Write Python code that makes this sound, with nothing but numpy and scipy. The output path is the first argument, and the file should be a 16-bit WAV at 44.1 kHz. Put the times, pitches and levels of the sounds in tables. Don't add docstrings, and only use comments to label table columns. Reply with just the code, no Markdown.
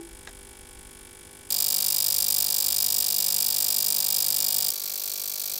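import sys
import numpy as np
from scipy import signal
from scipy.fft import rfft, irfft, next_fast_len
from scipy.io import wavfile
from scipy.ndimage import uniform_filter1d, map_coordinates

SR = 44100
rng = np.random.default_rng(int(sys.argv[2]) if len(sys.argv) > 2 else 0)


def volts(x):
    e = np.asarray(x, float) / 20
    return 10 ** e


def materialize(psi):
    bounded = np.clip(np.atleast_2d(psi).T, -1, 1)
    quanta = np.round(bounded * 32767).astype(np.int16)
    wavfile.write(sys.argv[1], SR, quanta)


N = 246519
T = np.arange(N) / SR
LEAD = .004
SPAN = np.arange(2048) / SR

# start_s, end_s, first_burst_s, mains_hz
POSITIONS = [
    (0, 1.5036, .3685, 49.990),
    (1.5036, 4.7088, 1.5222, 49.988),
    (4.7088, 5.6, 4.7561, 50.026),
]
# snap_db, fizz_db, rattle_db, pings_db, casing_db, hum_db, floor_db
LAYER_LEVELS = [
    (-52, -56, -55.5, -64.5, -58.5, -54, -58.5),
    (-30, -27.5, -35, -33, -43.5, -49.5, -52),
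    (-38.5, -33.5, -39.5, -42, -49, -53.5, -56.5),
]
# drive_on_s, fizz_t60_s, room_answer_db, snap_t60_s, lasting_habit_db,
# jolt_s, rattle_t60_s, first_rattle_db
BURST_SHAPES = [
    (.004, 0.057, 9, 0.014, -16, 0.0051, 0.076, 6.5),
    (.0078, 0.0089, -19, 0.0051, -32.5, 0.0049, 0.022, -2),
    (.008, .016, -7, 0.017, -16, 0.006, .028, 2),
]
# pitch_hz, level_db (per Hz)
FIZZ_COLOURS = [
    [(1760, -39), (3000, -9), (3330, -2), (4220, -9), (5240, -5), (6200, -14), (6740, 2.5), (8660, -2),
     (9360, -3), (10000, 1.5), (15900, -12)],
    [(880, -49), (1500, -51), (2540, -15), (2750, -13), (3010, -15), (3690, -9), (3960, -16.5),
     (4900, -5.5), (6370, -11.5), (7410, -5), (11800, -4.5), (15200, 4), (16800, -31)],
    [(880, -52), (1500, -31), (1710, -17), (2000, -35), (2320, -5), (3020, -19.5), (4450, -1), (5360, -6),
     (5750, -3.5), (8700, -5), (10700, -5.5), (13000, 5), (15900, -3)],
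]
# pitch_hz, width_hz, level_db
TANK_RINGS = [
    [(8600, 180, -19), (10000, 200, -1), (12400, 110, 2)],
    [(7370, 450, 2), (8730, 460, 6), (10500, 140, -4), (11560, 97, 1.5), (12480, 240, 3), (13340, 620, 0),
     (15350, 400, 1.5), (15700, 200, 0)],
    [(11400, 83, -7), (12600, 150, -10), (13700, 120, -7), (14800, 250, 4)],
]
# pitch_hz, level_db (per Hz)
SNAP_COLOURS = [
    [(5500, -42), (7000, -19), (8900, 0), (9500, -7), (10200, 1.5), (11500, -14), (14000, -14),
     (16000, -25)],
    [(3500, -44), (5000, -4.5), (5750, 3), (6500, -10.5), (7300, -5), (8600, -2.5), (10200, 2.5),
     (11000, -1.5), (12100, -5), (13500, -2), (15200, 2), (16800, -25)],
    [(3000, -24), (4500, -9), (6000, -6), (9000, 4), (10600, -7), (12000, -4), (14000, 5), (15800, -1),
     (16100, -20)],
]
# pitch_hz, level_db (per Hz)
RATTLE_COLOURS = [
    [(1250, -21), (1400, 0), (2300, -4), (3300, -4.5), (4500, -7), (6000, -6), (9000, -6.5), (11500, -15)],
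    [(1250, -22.5), (1600, -16.5), (2500, -12.5), (3300, -2), (4400, 2.5), (5600, -2.5), (6500, -0.5),
     (7600, 5.5), (9000, -15.5), (12000, -16), (15000, -16), (16000, -28)],
    [(1250, -11), (1800, -16), (2400, -12.5), (3500, -5), (4200, -1.5), (5300, -0.5), (6200, -0.5),
     (8500, -5), (10500, -12), (14000, -13), (15800, -16)],
]
# pitch_hz, delay_s, level_db, t60_s, rise_s
PING_MODES = [
    [(5100, .0058, -3, .02, .0006), (8900, .0062, -2, .02, .0006)],
    [(5000, .0012, -19, .014, .0008), (4815, .0025, 0, .019, .003), (5018, .0025, -1, .019, .003),
     (4670, .006, -22, .02, .001), (7600, .0066, -20, .012, .0006)],
    [(4540, .0066, 0, .02, .0008), (5750, .0066, -1, .014, .0005), (6200, .0068, -2, .014, .0005),
     (4300, .0012, -6, .02, .0008)],
]
# pitch_hz, level_db
CASING_MODES = [
    [(1385, 1), (1550, -7), (2000, -5), (2310, 6), (2650, -4), (2850, -6), (3250, -4), (3450, -6),
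     (3600, -8)],
    [(1350, -14), (1550, -11), (1850, -15), (2350, -7), (2800, -4), (3200, -6), (3400, -8), (3745, 2),
     (4150, -4), (4290, -2), (5550, -2)],
    [(1350, -9), (1650, -15), (3350, -6), (3800, -6), (4000, -3), (4350, 0), (4750, -1), (5100, -1)],
]
# multiple, level_db
HUM_FAVOURED = [
    [(1, -7), (2, -10), (3, -11), (4, -13), (5, -6), (6, -11), (7, -5), (8, -2), (9, -14), (10, -7),
     (16, -12), (17, -9), (19, -14), (22, -13)],
    [(1, -14), (3, -5), (4, -5), (6, -15), (7, -16), (10, -6), (11, -4), (12, -6), (13, -7), (15, 0),
     (17, -3), (20, -4), (24, -16)],
    [(1, -18), (2, -15), (7, -4), (9, -5), (10, -1), (11, 0), (12, -5), (13, -3), (14, -5), (16, -2),
     (22, -14), (23, -2), (24, -15)],
]
# pitch_hz, level_db (per Hz)
FLOOR_COLOURS = [
    [(53, -37), (90, 0.5), (394, -1), (656, -10.5), (838, -5.5), (1230, -12.5), (2360, -15), (6000, -30),
     (7800, -49), (13200, -120)],
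    [(53, -40), (90, -21), (205, -3.5), (342, -9), (744, -8), (1260, -12), (2750, -9), (3000, -8),
     (3900, -7), (6600, -120)],
    [(53, -42), (90, -7), (295, -7), (547, -3.5), (1240, -10), (1960, -14), (2340, -2.5), (3000, -17),
     (3900, -37), (6600, -120)],
]
# pitch_hz, level_db (per Hz)
DEEP_COLOURS = [
    [(8.8, -32), (15, -2), (54, 0), (76, -4), (130, -15), (170, -45), (290, -120)],
    [(8.8, -60), (15, -30), (54, 0), (102, -1), (119, -7), (130, -2), (170, -32), (290, -120)],
]
# start_s, peak_db
CONTACTS = [
    (.2726, -30),
    (.2830, -42),
    (.2888, -42),
    (.2975, -46),
]
# pitch_hz, level_db, t60_s
BUTTON_MODES = [(507, -7, 0.053), (770, -5, 0.059), (1330, 0, .02), (1647, 6, 0.031), (1900, 1, .035),
                (3730, 2.5, 0.018), (5600, -2, .01)]
# pitch_hz, level_db, t60_s
KNOCK_MODES = [(337, -36.5, 0.43), (394, -39, 0.13), (810, -53, 0.29)]
# lifts_off_s, rumble_db, table_pitch_hz, table_db, release_s
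RESTING_HAND = (1.1, -55, 43, -57, 0.5)
# start_s, peak_db, pitch_hz
BUMPS = [
    (.19, -44, 60),
    (.755, -41, 60),
    (1.262, -42, 80),
]
# start_s, length_s, level_db
ENGINE_SWELLS = [
    (1.5, .22, -61),
    (1.95, .55, -59.5),
    (2.63, 0.35, -59),
]

# ordinary mains multiples (dB), heave of the casing after a burst starts (s), house rumble (dB)
HUM_REST_DB, HUM_PUSH_S, HOUSE_DB = [-20, -10.5, -10], [.006, .0105, .0095], [-61, -67, -76]


def unit(x):
    return x / np.sqrt(np.mean(x ** 2) + 1e-20)


def gain_along(spectrum, size):
    hz, db = np.transpose(spectrum)
    grid_hz = np.fft.rfftfreq(size, 1 / SR)
    return volts(np.interp(np.log(grid_hz + 1), np.log(hz + 1), db, left=-120, right=-120))


def coloured(spectrum):
    size = next_fast_len(N)
    white = rfft(rng.standard_normal(size))
    return unit(irfft(white * gain_along(spectrum, size), size)[:N])


def wobble(rate):
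    return map_coordinates(rng.standard_normal(int(N * rate / SR) + 4), [T * rate])


def wavering(hz, drift_hz):
    size = volts(1.1 * wobble(8.9))
    phase = 2 * np.pi * np.cumsum(hz + drift_hz * wobble(8)) / SR
    return unit(size * np.sin(phase))


def held(start, length, edge):
    inside = np.minimum(T - start, start + length - T)
    return np.clip(inside / edge + .5, 0, 1)


def struck(t, t60, rise):
    t = np.maximum(t, 0)
    return (1 - np.exp(-t / rise)) ** 2 * volts(-60 * t / t60)


def habit(envelope, spectrum, count):
    z = rfft(rng.standard_normal((count, len(SPAN))) * envelope)
    power = uniform_filter1d(np.abs(z) ** 2, size=15, axis=1)
    broad = np.sqrt(np.abs(power) + 1e-12)
    return irfft(z / broad * gain_along(spectrum, len(SPAN)))


def repeated(waves, position, jitter_s, scatter_db, weak_db):
    start, end, first, mains = position
    cycles = np.arange(np.floor((start - first) * mains) - 2, (end - first) * mains)
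    chance = rng.standard_normal((len(cycles), 2))
    pick = np.maximum(rng.integers(-1, len(waves), len(cycles)), 0)
    at = (first + cycles / mains - LEAD + jitter_s * chance[:, 0]) * SR + SR
    shift = np.exp(-2j * np.pi * np.fft.rfftfreq(len(SPAN)) * (at % 1)[:, None])
    size = volts(scatter_db * chance[:, 1] + weak_db * (pick > 1))
    bursts = irfft(rfft(waves)[pick] * shift) * size[:, None]
    out = np.zeros(N + 2 * SR)
    for place, burst in zip(at.astype(int), bursts):
        out[place:place + len(SPAN)] += burst
    return out[SR:SR + N]


def rumble():
    position = np.searchsorted([p[1] for p in POSITIONS], T)
    near, far = coloured(DEEP_COLOURS[0]), coloured(DEEP_COLOURS[1])
    house = volts(np.take(HOUSE_DB, position) + 3 * wobble(7)) * np.where(position == 0, near, far)

    off, hand_db, table_hz, table_db, release = RESTING_HAND
    skin = volts(hand_db) * coloured(DEEP_COLOURS[0])
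    table = volts(table_db) * wavering(table_hz, 2.7)
    hand = held(-1, off + 1, release) * (skin + table)

    bumps = np.zeros(N)
    for s, db, hz in BUMPS:
        bumps += volts(db) * struck(T - s, t60=.14, rise=.004) * np.sin(2 * np.pi * hz * (T - s))

    swells = sum(volts(db) * held(s, length, edge=.06) for s, length, db in ENGINE_SWELLS)
    engine = swells * wavering(66, drift_hz=3.1)
    return house + hand + bumps + engine * (position > 0)


def hum(position, rest_db, favoured, push_s):
    order = np.arange(24) + 1
    turn = rng.uniform(-1.01, 1, len(order)) * np.minimum(np.pi, .2 * order)
    cycle = 2 * np.pi * position[3] * (T - position[2] - push_s)
    level = dict(favoured)
    out = np.zeros(N)
    for k, phase in zip(order, turn):
        out += volts(level.get(k, rest_db) + 1.15 * wobble(6)) * np.cos(k * cycle + phase)
    return out


def button():
    t = T[:SR]
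    out = sum(volts(db - 60 * t / t60) * np.sin(2 * np.pi * hz * t) for hz, db, t60 in KNOCK_MODES)
    plastic = coloured([(400, -4), (800, 1.5), (2000, -5), (4000, -6.5), (7500, -6), (10000, -22)])[:SR]
    for s, peak_db in CONTACTS:
        ring = np.zeros(SR)
        for hz, db, t60 in BUTTON_MODES:
            ring += volts(db) * np.sin(2 * np.pi * hz * (t - s)) * struck(t - s, t60, rise=.00045)
        tick = 1.3 * struck(t - s, t60=.032, rise=.00014) * plastic
        out = out + volts(peak_db - 7.5) * (ring + tick)
    return np.pad(out, (0, N - SR))


def casing(position, burst, modes):
    t = SPAN - LEAD - burst[5]
    turn = rng.uniform(0, 2 * np.pi, len(modes))
    panels = sum(volts(db) * np.sin(2 * np.pi * hz * t + p) for (hz, db), p in zip(modes, turn))
    wave = panels * struck(t, t60=.04, rise=.00081)
    return repeated(wave[None], position, jitter_s=.000008, scatter_db=1, weak_db=0)


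def rattle(position, burst, colour):
    jolt, t60, first_db = burst[5:]
    starting = volts(first_db) * struck(SPAN - LEAD, t60, rise=.00064)
    stopping = struck(SPAN - LEAD - jolt, t60, rise=.00094)
    waves = habit(starting + stopping, colour, count=1)
    return repeated(waves, position, jitter_s=.000008, scatter_db=-.2, weak_db=0)


def pings(position, modes):
    t = SPAN - LEAD
    wave = np.zeros(len(SPAN))
    for hz, s, db, t60, rise in modes:
        wave += volts(db) * struck(t - s, t60, rise) * np.sin(2 * np.pi * hz * (t - s))
    return repeated(wave[None], position, jitter_s=.000007, scatter_db=.9, weak_db=0)


def fizz(position, burst, colour, tank):
    on, t60, room_db = burst[:3]
    period = 1 / position[3]
    tau = (T - position[2]) % period
    direct = struck(tau, t60=.34, rise=.00022) * volts(-60 * np.maximum(tau - on, 0) / t60)
    echo = volts(room_db - 60 * ((tau - on) % period) / .037)
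    bubbles = coloured(colour) * np.hypot(direct, echo)
    crackle = volts(.5 * wobble(40) + 1.8 * wobble(900))
    size = next_fast_len(N)
    f = np.fft.rfftfreq(size, 1 / SR)
    ring = 1
    for hz, width, db in tank:
        ring = ring + volts(db) * 1j * f * width / (hz * hz - f * f + 1j * f * width)
    return irfft(rfft(bubbles * crackle, size) * ring, size)[:N]


def snap(position, burst, colour):
    on, t60, _, snap_t60, lasting_db = burst[:5]
    t = SPAN - LEAD
    first = struck(t, snap_t60, rise=.00073)
    release = volts(-60 * np.maximum(t - on, 0) / t60)
    lasting = volts(lasting_db) * struck(t, t60=.32, rise=.0003) * release
    waves = habit(first + lasting, colour, count=3)
    return repeated(waves, position, jitter_s=.000009, scatter_db=.6, weak_db=-5)


def bath():
    out = np.zeros(N)
    for k, position in enumerate(POSITIONS):
        heard = (T >= position[0]) & (T < position[1])
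        burst = BURST_SHAPES[k]
        layers = (
            snap(position, burst, SNAP_COLOURS[k]),
            fizz(position, burst, FIZZ_COLOURS[k], TANK_RINGS[k]),
            rattle(position, burst, RATTLE_COLOURS[k]),
            pings(position, PING_MODES[k]),
            casing(position, burst, CASING_MODES[k]),
            hum(position, HUM_REST_DB[k], HUM_FAVOURED[k], HUM_PUSH_S[k]),
            coloured(FLOOR_COLOURS[k]),
        )
        out[heard] = sum(volts(db) * unit(layer[heard]) for db, layer in zip(LAYER_LEVELS[k], layers))
    return out


def scene():
    return (bath() + button() + rumble())[None]


def band_limit(x):
    return signal.sosfilt(signal.butter(12, 16800, fs=SR, output="sos"), x)


def record(dry):
    return band_limit(dry)


dry = scene()
out = record(dry)
materialize(out)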